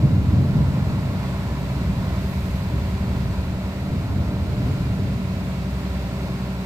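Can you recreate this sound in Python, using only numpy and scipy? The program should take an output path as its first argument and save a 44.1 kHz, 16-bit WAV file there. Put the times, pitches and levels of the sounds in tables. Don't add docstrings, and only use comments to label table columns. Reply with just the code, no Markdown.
import sys
import numpy as np
from scipy import signal
from scipy.fft import rfft, irfft, next_fast_len
from scipy.io import wavfile
from scipy.ndimage import uniform_filter1d

SR = 44100
rng = np.random.default_rng(int(sys.argv[2]) if len(sys.argv) > 2 else 0)


def log_audio(samples):
    frames = np.atleast_2d(samples).T
    limited = np.clip(frames, -1, 1)
    pcm = np.round(limited * 32767).astype(np.int16)
    wavfile.write(sys.argv[1], SR, pcm)


N = 293265

# time_s, speed_rpm
ENGINE_SPEED = [(0.0, 1327), (0.8, 1320), (1.2, 1306), (1.7, 1284), (2.2, 1277), (2.7, 1296), (3.2, 1287),
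                (3.6, 1285), (4.0, 1353), (4.6, 1340), (5.2, 1294), (5.7, 1295), (6.65, 1288)]
REST_RPM, WORKING_RPM = 1295, 1341


def undb(db):
    return 10 ** (np.asarray(db) / 20)


def unit(x):
    return x / np.sqrt(np.mean(x ** 2))


def curves(table):
    time_s, *columns = np.transpose(table)
    return [np.interp(np.arange(N) / SR, time_s, column) for column in columns]


def gain_at(points, hz):
    point_hz, point_db = np.transpose(points)
    return undb(np.interp(np.log(np.maximum(hz, 1)), np.log(point_hz), point_db))


def colour(x, points, power=1):
    size = next_fast_len(N)
    gain = gain_at(points, np.fft.rfftfreq(size, 1 / SR)) ** power
    return irfft(rfft(x, size) * gain, size)[..., :N]


def noise(points):
    return unit(colour(rng.standard_normal(N), points))


def walk(rate):
    values = rng.standard_normal(1024)
    joined = np.interp(np.arange(N) / SR * rate, np.arange(1024), values)
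    return unit(uniform_filter1d(joined, int(SR / rate / 2)))


def swell(peak_s, length_s):
    return np.cos(np.pi * np.clip((np.arange(N) / SR - peak_s) / length_s, -.5, .5))


def steady(x, window_s=.085):
    return x / np.sqrt(uniform_filter1d(x ** 2, int(window_s * SR)))


def scatter(x, echo=0.069, spread_s=.025, count=20):
    lags = (rng.uniform(.1, 1, count) * spread_s * SR).astype(int)
    echoes = sum(np.roll(x, lag) for lag in lags)
    return unit(x + echo * echoes)


def ports(x, lag_s):
    t = np.arange(N) / SR
    return np.array([np.interp(t - lag_s, t, x), x])


def engine_load():
    above_rest = curves(ENGINE_SPEED)[0] - REST_RPM
    return np.clip(above_rest / max(WORKING_RPM - REST_RPM, 1), 0, 1)


def river(flutter_db=0.37):
    # frequency_hz, density_db
    hiss_spectrum = [(200, 1.5), (900, -5.5), (1400, 2), (2400, 2.5), (3150, -3.5), (4050, -2.5),
                     (5000, -6), (5700, -10), (8200, -11), (9300, -19), (10400, -17), (11600, -13.5),
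                     (13300, -16), (16000, -16.5)]
    # frequency_hz, difference_db
    hiss_balance = [(500, 0), (1200, 2.5), (1800, -5.5), (2500, -2), (4000, -4.5), (6000, -2.5), (8000, 0),
                    (9400, -0.5), (11500, -1), (15000, -3)]
    # time_s, level_db
    hiss_level = [(0, -44), (.6, -42.5), (2.6, -41.5), (4.4, -43.5), (4.67, -41.4), (4.9, -42.5),
                  (6.65, -42)]
    left = colour(scatter(noise(hiss_spectrum)), hiss_balance, .5)
    right = colour(scatter(noise(hiss_spectrum)), hiss_balance, -.5)
    return np.array([left, right]) * undb(curves(hiss_level)[0] + flutter_db * walk(11))


def sizzle(peak_s=2.373, length_s=.85, peak_db=-57):
    band = [(6000, -30), (9500, 0), (13500, 5), (16000, -9)]
    return np.array([noise(band), noise(band)]) * undb(peak_db) * swell(peak_s, length_s)


def rumble(pan_db=-0.27, deep_waver_db=1.0):
    # frequency_hz, density_db
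    rumble_spectrum = [(18, -23), (30, -22), (45, -21), (68, -17), (90, 1), (108, -3.5), (128, 1.5),
                       (155, -4.5), (200, -10.5), (260, -17), (380, -29), (600, -37), (1500, -78)]
    deep_spectrum = [(15, -30), (25, -25), (35, -7), (52, -5), (72, 8.5), (100, -0.5), (160, -19),
                     (400, -67.5)]
    burble_spectrum = [(130, -55), (190, -5.5), (222, -2), (260, -4.5), (305, -4), (350, -22), (430, -14),
                       (520, -19.5), (1000, -66)]
    # frequency_hz, gain_db
    side_filter = [(30, -24), (80, -20.5), (160, -18.5), (300, -9.5), (600, -8)]
    # time_s, level_db
    breeze = [(0, -19), (.7, -20.5), (1.4, -26.5), (2.05, -26.5), (2.55, -29), (3.35, -26.5), (3.7, -30),
              (4.2, -28), (4.9, -23.5), (5.7, -30), (6.3, -29.5), (6.65, -35.5)]
    # peak_s, length_s, rise_db
    gusts = [(.05, 0.057, 5.5), (0.166, .07, 4), (0.39, 0.18, 5), (0.596, 0.13, 4.5), (1.897, 0.32, 2.5),
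             (2.74, 0.11, 5.5), (3.14, 0.19, 2), (3.94, 0.19, 5), (4.17, 0.2, 6.5), (4.667, 0.16, 4.5),
             (5.031, 0.14, 1.5)]
    # time_s, level_db
    deep_level = [(0, -25.5), (.8, -29), (1.05, -45), (1.5, -39), (1.9, -28), (3.25, -28), (3.7, -34.5),
                  (4.0, -28), (4.85, -28), (5.25, -38), (6.65, -39)]
    calm_db, burble_rest_db = -29, -39.5
    burble_slope, burble_load_db = 0.38, 3

    wind_db = curves(breeze)[0] + sum(db * swell(s, length) for s, length, db in gusts)
    wind = undb(wind_db)
    deep = undb(curves(deep_level)[0] + deep_waver_db * walk(4.24))
    burble = undb(burble_rest_db + burble_slope * (wind_db - calm_db) + burble_load_db * engine_load())

    core = wind * noise(rumble_spectrum) + deep * noise(deep_spectrum)
    core_level = np.hypot(wind, deep)
    mid = steady(core / core_level) * core_level + burble * noise(burble_spectrum)
    side = colour(wind * noise(rumble_spectrum) + burble * noise(burble_spectrum), side_filter)
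    return np.array([(mid + side) * undb(pan_db), mid - side])


def oil_flow():
    return noise([(400, -34), (750, -2.5), (1000, 7.0), (1110, 2), (1220, -6.0), (2000, -8.0), (4000, -32.5)])


def fan(cycle, throb=0.033, flutter_db=1.0):
    # frequency_hz, density_db
    rush_spectrum = [(100, -14), (300, -1), (400, 0), (480, -4), (600, 3), (680, -2), (790, -4.5),
                     (1020, -2.5), (1170, -10.5), (1400, -6), (1650, -19), (2300, -15), (3000, -32),
                     (4000, -17.5), (9000, -42.5)]
    firing = np.cos(2 * np.pi * 6 * cycle)
    return noise(rush_spectrum) * (1 + throb * firing) * undb(flutter_db * walk(12))


def clatter(cycle, cycle_hz, change=0.54, size=8192):
    # frequency_hz, density_db
    ring_spectrum = [(150, 1), (420, 5), (490, -7.5), (650, 4.5), (740, 2), (1020, -10.5), (1180, -9),
                     (1380, 1), (1600, -23), (2300, -13), (3000, -28), (5000, -39)]
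    shape = gain_at(ring_spectrum, np.arange(size // 2 + 1) * cycle_hz)
    shape[0] = 0
    out = 0
    for weight in (1, change * walk(2.0), change * walk(5)):
        random_phase = np.exp(2j * np.pi * rng.random(len(shape)))
        pattern = unit(irfft(shape * random_phase))
        out = out + weight * np.interp(cycle % 1 * size, np.arange(size), pattern)
    return unit(out)


def line(cycle, order, db, waver_db=1.0, wander_turns=0.00075):
    wandering_cycle = cycle + wander_turns * walk(6)
    phase = 2 * np.pi * (round(order) * wandering_cycle + rng.random())
    return np.sqrt(2) * undb(db + waver_db * walk(2.965)) * np.sin(phase)


def hum(cycle, load):
    shaft_lines = [(6, -34), (12, -43.5), (17, -34), (18, -37), (21, -46), (23, -52.5), (49, -58.5),
                   (51, -56), (54, -51), (60, -56), (62, -53), (63, -60.5), (72, -60), (84, -60), (91, -61),
                   (93, -60.5), (102, -56.5), (117, -62.5), (129, -69), (162, -67), (219, -73), (252, -57)]
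    trim_db, lines_load_db = 1.26, -3.5
    pump_order, pump_db, pump_load_db = 36, -47.5, -4
    lines_db = trim_db + lines_load_db * load
    lines = sum(line(cycle, order, db + lines_db) for order, db in shaft_lines)
    return lines + line(cycle, pump_order, pump_db + pump_load_db * load)


def excavator(clatter_db=-6.5, fan_db=-0.06, hunt=0.00507):
    # time_s, level_db
    oil_level = [(0, -48), (1.4, -42.5), (3.3, -50), (4.1, -56.5), (4.7, -57), (5.5, -50.5), (6.65, -49.5)]
    body_db, body_load_db = -40, 1.4
    port_lag_s = 0.00015

    load = engine_load()
    rpm = curves(ENGINE_SPEED)[0] * (1 + hunt * load * walk(9))
    cycle_hz = rpm / 120
    cycle = np.cumsum(cycle_hz) / SR

    body = undb(clatter_db) * clatter(cycle, cycle_hz.mean()) + undb(fan_db) * fan(cycle)
    body = undb(body_db + body_load_db * load) * body
    oil = undb(curves(oil_level)[0]) * oil_flow()
    return ports(hum(cycle, load) + body + oil, port_lag_s)


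def scene():
    return river() + sizzle() + rumble() + excavator()


def record(dry, fade_s=.0015, top_hz=15550):
    fade = np.minimum(np.arange(N) / SR / fade_s, 1)
    low_pass = signal.ellip(12, .1, 80, top_hz, fs=SR, output="sos")
    return signal.sosfilt(low_pass, dry * fade)


dry = scene()
out = record(dry)
log_audio(out)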